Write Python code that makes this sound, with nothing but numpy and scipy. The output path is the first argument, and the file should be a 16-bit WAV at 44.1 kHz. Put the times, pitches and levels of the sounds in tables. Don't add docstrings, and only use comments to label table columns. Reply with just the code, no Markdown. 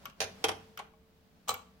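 import sys
import numpy as np
from scipy import signal
from scipy.fft import rfft, irfft, next_fast_len
from scipy.io import wavfile

SR = 44100
rng = np.random.default_rng(int(sys.argv[2]) if len(sys.argv) > 2 else 0)


def unload_wav(signal):
    wavfile.write(
        sys.argv[1],
        SR,
        np.round(np.clip(np.atleast_2d(signal).T, -1, 1) * 32767).astype(np.int16),
    )


N = 79380

# (t/s, level/dB)
RUB_LEVELS = [(0, -60), (0.062, -55), (0.149, -69.5), (0.197, -59), (.33, -58), (0.432, -54), (.6, -58),
              (.76, -64), (0.882, -70), (1.5, -66.5)]
# (f/Hz, relative level/dB)
RUB_COLOUR = [(100, -3), (190, 14.5), (320, 0), (600, 3.5), (1200, -2.5), (2500, -7), (4800, -9.5),
              (8000, -17.5), (15500, -23.5)]
HUSH_COLOUR = [(20, -15), (75, 2.5), (116, -13), (180, 0.5), (330, -17.5), (700, -37), (1600, -32.5),
               (3800, -33), (5200, -45), (10000, -40.5), (15500, -31)]
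# (t/s, crack level/dB, ring level/dB, brightness/dB per octave)
PIN_TICKS = [(.0545, -14, -19, 0), (0.0978, -27.5, -42, 0.5), (.774, -15.5, -19, 0.5),
             (1.541, -15.5, -17, 0)]
SPRING_FLICKS = [(.2033, -2, 0, 1.06), (.2148, -3.5, -2.5, -0.3), (.224, -10, -3, 1), (.232, -10, -23, -2),
                 (.240, -12.5, -11.5, 0.5)]
LEVER_SNAPS = [(.4408, 4.3, -4.5, -0.26), (.4448, -15.5, -33, 2), (.448, -5, -14.5, -0.9),
               (.4841, -5.5, -12.5, 0.1), (.4898, -1, -16, -1.5), (.515, -14, -21.5, -2)]
WHEEL_KNOCKS = [(.7903, -14, -22, 0), (.7975, -20, -17.5, -3), (.936, -60, -37.5, -3.5)]
CATCH_RELEASE = [(1.4765, -19, -25.5, -3.5), (1.4822, -6, -37, 0.5), (1.491, -1.65, -1, 1.07),
                 (1.5052, -8, -12, 0.1), (1.513, -12, -16, -3)]
# (f/Hz, relative level/dB, t60/s)
PIN_MODES = [(1134, -27, 0.093), (1322, -28, 0.064), (1415, -22, 0.067), (2268, -27, 0.083),
             (3130, -25.5, 0.051), (5875, -26, 0.027)]
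SPRING_MODES = [(456.5, -34, 0.12), (626, -37, 0.065), (783, -36, 0.13), (1588, -44.5, 0.2),
                (1773, -42, 0.062), (2436, -37.5, 0.1), (2690, -38, 0.087), (4480, -35.5, 0.052),
                (6200, -37, 0.057)]
CASE_MODES = [(63.4, -60, 1), (96.1, -49, 0.63), (185, -55.5, 0.22), (239.3, -53.5, 1)]
GONG_MODES = [(444.6, -55, 3.01), (610, -76, 3.6)]
LEVER_MODES = [(316, -33, 0.077), (450.5, -24.5, 0.12), (504, -55, 0.11), (795, -24.5, 0.091),
               (1554, -33.5, 0.08), (2536, -29, 0.11), (3200, -24, 0.078), (3460, -28, 0.062)]
WHEEL_MODES = [(625, -34, 0.16), (821.4, -27, 0.097), (1096, -28, 0.054), (2270, -33.5, 0.1)]
CATCH_MODES = [(438.5, -39, 0.13), (499, -39, 0.087), (810, -29.5, 0.11), (1146, -23, 0.055),
               (1295, -28, 0.033), (2307, -36.5, 0.096), (3074, -37, 0.11), (4004, -32, 0.071),
               (6140, -27, 0.022), (7490, -16.5, 0.012)]
ROD_MODES = [(1153, -56.5, 0.76), (1334, -72, 0.96)]
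# (f/Hz, relative level/dB)
PIN_CRACK = [(300, -11), (800, 1.5), (1300, 9.5), (1800, -2.5), (2800, 9), (4000, -3.5), (6000, -3.5),
             (11000, -19.5), (15500, -20.5)]
SPRING_CRACK = [(200, -13.5), (650, 8), (900, -1.5), (1300, 1), (2600, 4.5), (6400, 2), (7700, -13.5),
                (9500, -7), (15500, -21)]
LEVER_CRACK = [(170, -48), (310, -3), (750, 10), (1300, 4), (1850, 1), (3200, 5), (4200, -4), (5700, 1.5),
               (7700, -10), (10500, -6.5), (15500, -24)]
WHEEL_CRACK = [(250, -7.5), (800, 13), (1700, 4.5), (3200, 6), (5000, -6.5), (8000, -6.5), (15000, -24)]
CATCH_CRACK = [(330, -9.5), (700, 7), (1100, 9), (1800, -5), (2900, 1.5), (5000, -3), (8300, -1),
               (10000, -18), (13000, -9)]
# (t/s, case level/dB, gong level/dB)
JOLTS = [(.204, -1.5, -4), (.442, 2, -4.5), (1.491, -8, -9.5)]
# (f/Hz, t60/s)
CRACK_T60 = [(300, 0.053), (1200, 0.095), (3000, 0.048), (6000, 0.043), (12000, 0.046)]
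CABINET_T60 = [(300, 0.27), (3000, 0.097), (12000, 0.14)]
ROOM_T60 = [(150, 0.17), (600, 0.32), (2500, 0.37), (6000, 0.32), (13000, 0.29)]
# (f/Hz, level/dB)
CABINET_COLOUR = [(300, -16), (3000, -13.5), (12000, -19.5)]
ROOM_COLOUR = [(150, 5.5), (600, -10), (2500, -13.5), (6000, -17), (13000, -18)]
# (f/Hz, left minus right level/dB)
PAN = [(300, 0.5), (800, -1), (1130, 8.5), (1500, -1.5), (2600, -2), (4000, -2), (6500, -7.5), (8000, 5.5),
       (9700, 9), (12000, 6), (15000, 7.5)]
# (f/Hz, correlation)
CORRELATION = [(100, 0.91), (450, 0.77), (900, 0.16), (2000, 0.07), (6000, 0.016)]

ATTACK_S, MODE_SCATTER_DB, PHASE_SPREAD_PER_HZ = 0.00093, 2.5, 0.00042
WAVER_RADIANS, WAVER_PER_S = 0.15, 129
CRACK_DB, PUNCH_GAIN, PUNCH_S = -1, 0.64, 0.0016
RING_SEND_DB, GLINT_SEND_DB = -3, -6


def amp(db):
    return np.exp(np.asarray(db) * np.log(10) / 20)


def along(points, hz):
    f, v = np.transpose(points)
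    return np.interp(np.log(hz + 1), np.log(f + 1), v)


def tilted(rows, slope):
    return [(hz, db + slope * np.log2(hz / 2000), *rest) for hz, db, *rest in rows]


def fade(t, t60, attack):
    return np.exp(-np.log(1000) * t / t60) * (1 - np.exp(-t / attack))


def add(track, s, sound):
    part = track[:, max(0, round(s * SR)):][:, :sound.shape[-1]]
    part += sound[..., :part.shape[1]]


def filtered(x, response):
    size = next_fast_len(N + SR // 4)
    return irfft(rfft(x, size) * response(np.fft.rfftfreq(size, 1 / SR)), size)[..., :N]


def noise_pair(size):
    hz = np.fft.rfftfreq(size, 1 / SR)
    width = np.arccos(np.clip(along(CORRELATION, hz), -1, 1)) / 2
    mid, side = rfft(rng.standard_normal((2, size))) * [np.cos(width), np.sin(width)]
    return hz, np.array([mid + side, mid - side])


def noise_bed(colour):
    hz, spectra = noise_pair(N)
    noise = irfft(spectra * amp(along(colour, hz)), N)
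    return noise / noise.std()


def dense_ring(colour, t60s, attack, size):
    hz, spectra = noise_pair(size)
    t, out = np.arange(size) / SR, np.zeros((2, size))
    edges = np.linspace(np.sqrt(60), np.sqrt(17000), 16) ** 2
    for lo, hi in zip(edges, edges[1:]):
        gain = amp(along(colour, hz)) * (hz >= lo) * (hz < hi)
        band = irfft(spectra * gain, size) * fade(t, along(t60s, np.sqrt(lo * hi)), attack)
        out += band * np.sqrt(np.mean(gain ** 2) / np.sum(band ** 2, axis=1, keepdims=True))
    return out


def ring(modes, attack, size, waver=0):
    t, out = np.arange(size) / SR, np.zeros((2, size))
    for k, (hz, db, t60) in enumerate(modes):
        scatter, skew, *drift = rng.standard_normal(200)
        phase = k * np.pi + np.array([[1], [-1]]) * np.tanh(skew) * hz * PHASE_SPREAD_PER_HZ
        phase = phase + waver * np.interp(t * WAVER_PER_S, np.arange(len(drift)), drift)
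        envelope = amp(db + MODE_SCATTER_DB * scatter) * fade(t, t60, attack)
        out += envelope * np.sin(2 * np.pi * hz * t + phase)
    return out


def reverb(x):
    tail = dense_ring(ROOM_COLOUR, ROOM_T60, attack=0.016, size=24000)
    add(tail, 0, dense_ring(CABINET_COLOUR, CABINET_T60, attack=0.011, size=8192))
    return signal.fftconvolve(x, tail, axes=1)[:, :N]


def clicks(hits, modes, crack_colour, send_db):
    cracks, rings = np.zeros((2, 2, N))
    for s, crack_db, ring_db, brightness in hits:
        crack = dense_ring(tilted(crack_colour, brightness), CRACK_T60, ATTACK_S, size=4096)
        punch = 1 + PUNCH_GAIN * np.exp(-np.arange(crack.shape[1]) / SR / PUNCH_S)
        add(cracks, s, amp(CRACK_DB + crack_db) * punch * crack)
        tone = ring(tilted(modes, brightness), ATTACK_S, size=10000, waver=WAVER_RADIANS)
        add(rings, s, amp(ring_db) * tone)
    return cracks + rings + amp(send_db) * reverb(cracks + amp(RING_SEND_DB) * rings)


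def room_hush():
    return amp(-66) * noise_bed(HUSH_COLOUR)


def arbor():
    level_db = np.interp(np.arange(N) / SR, *np.transpose(RUB_LEVELS))
    return amp(level_db) * noise_bed(RUB_COLOUR)


def pin():
    glint_hz, glint_db, glint_t60 = 13000, -11.5, 0.011
    glints = np.zeros((2, N))
    for s, _, ring_db, _ in PIN_TICKS:
        add(glints, s, amp(ring_db) * ring([(glint_hz, glint_db, glint_t60)], ATTACK_S, size=2048))
    ticks = clicks(PIN_TICKS, PIN_MODES, PIN_CRACK, send_db=2.5)
    return ticks + glints + amp(GLINT_SEND_DB) * reverb(glints)


def spring():
    return clicks(SPRING_FLICKS, SPRING_MODES, SPRING_CRACK, send_db=2)


def case_and_gong():
    out = np.zeros((2, N))
    for s, case_db, gong_db in JOLTS:
        add(out, s, amp(case_db) * ring(CASE_MODES, attack=0.019, size=SR // 2))
        add(out, s, amp(gong_db) * ring(GONG_MODES, ATTACK_S, size=N))
    return out


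def lever():
    return clicks(LEVER_SNAPS, LEVER_MODES, LEVER_CRACK, send_db=0.1)


def wheel():
    return clicks(WHEEL_KNOCKS, WHEEL_MODES, WHEEL_CRACK, send_db=2)


def strike_catch():
    return clicks(CATCH_RELEASE, CATCH_MODES, CATCH_CRACK, send_db=3)


def rods():
    out = np.zeros((2, N))
    add(out, s=1.4915, sound=ring(ROD_MODES, ATTACK_S, size=SR // 2))
    return out


def scene():
    movement = spring() + lever() + pin() + wheel() + strike_catch()
    movement = filtered(movement, lambda hz: amp(np.array([[.5], [-.5]]) * along(PAN, hz)))
    return movement + case_and_gong() + rods() + arbor() + room_hush()


def record(dry):
    cutoff_hz = 16000
    return filtered(dry, lambda hz: 1 / np.sqrt(1 + (hz / cutoff_hz) ** 160))


dry = scene()
out = record(dry)
unload_wav(out)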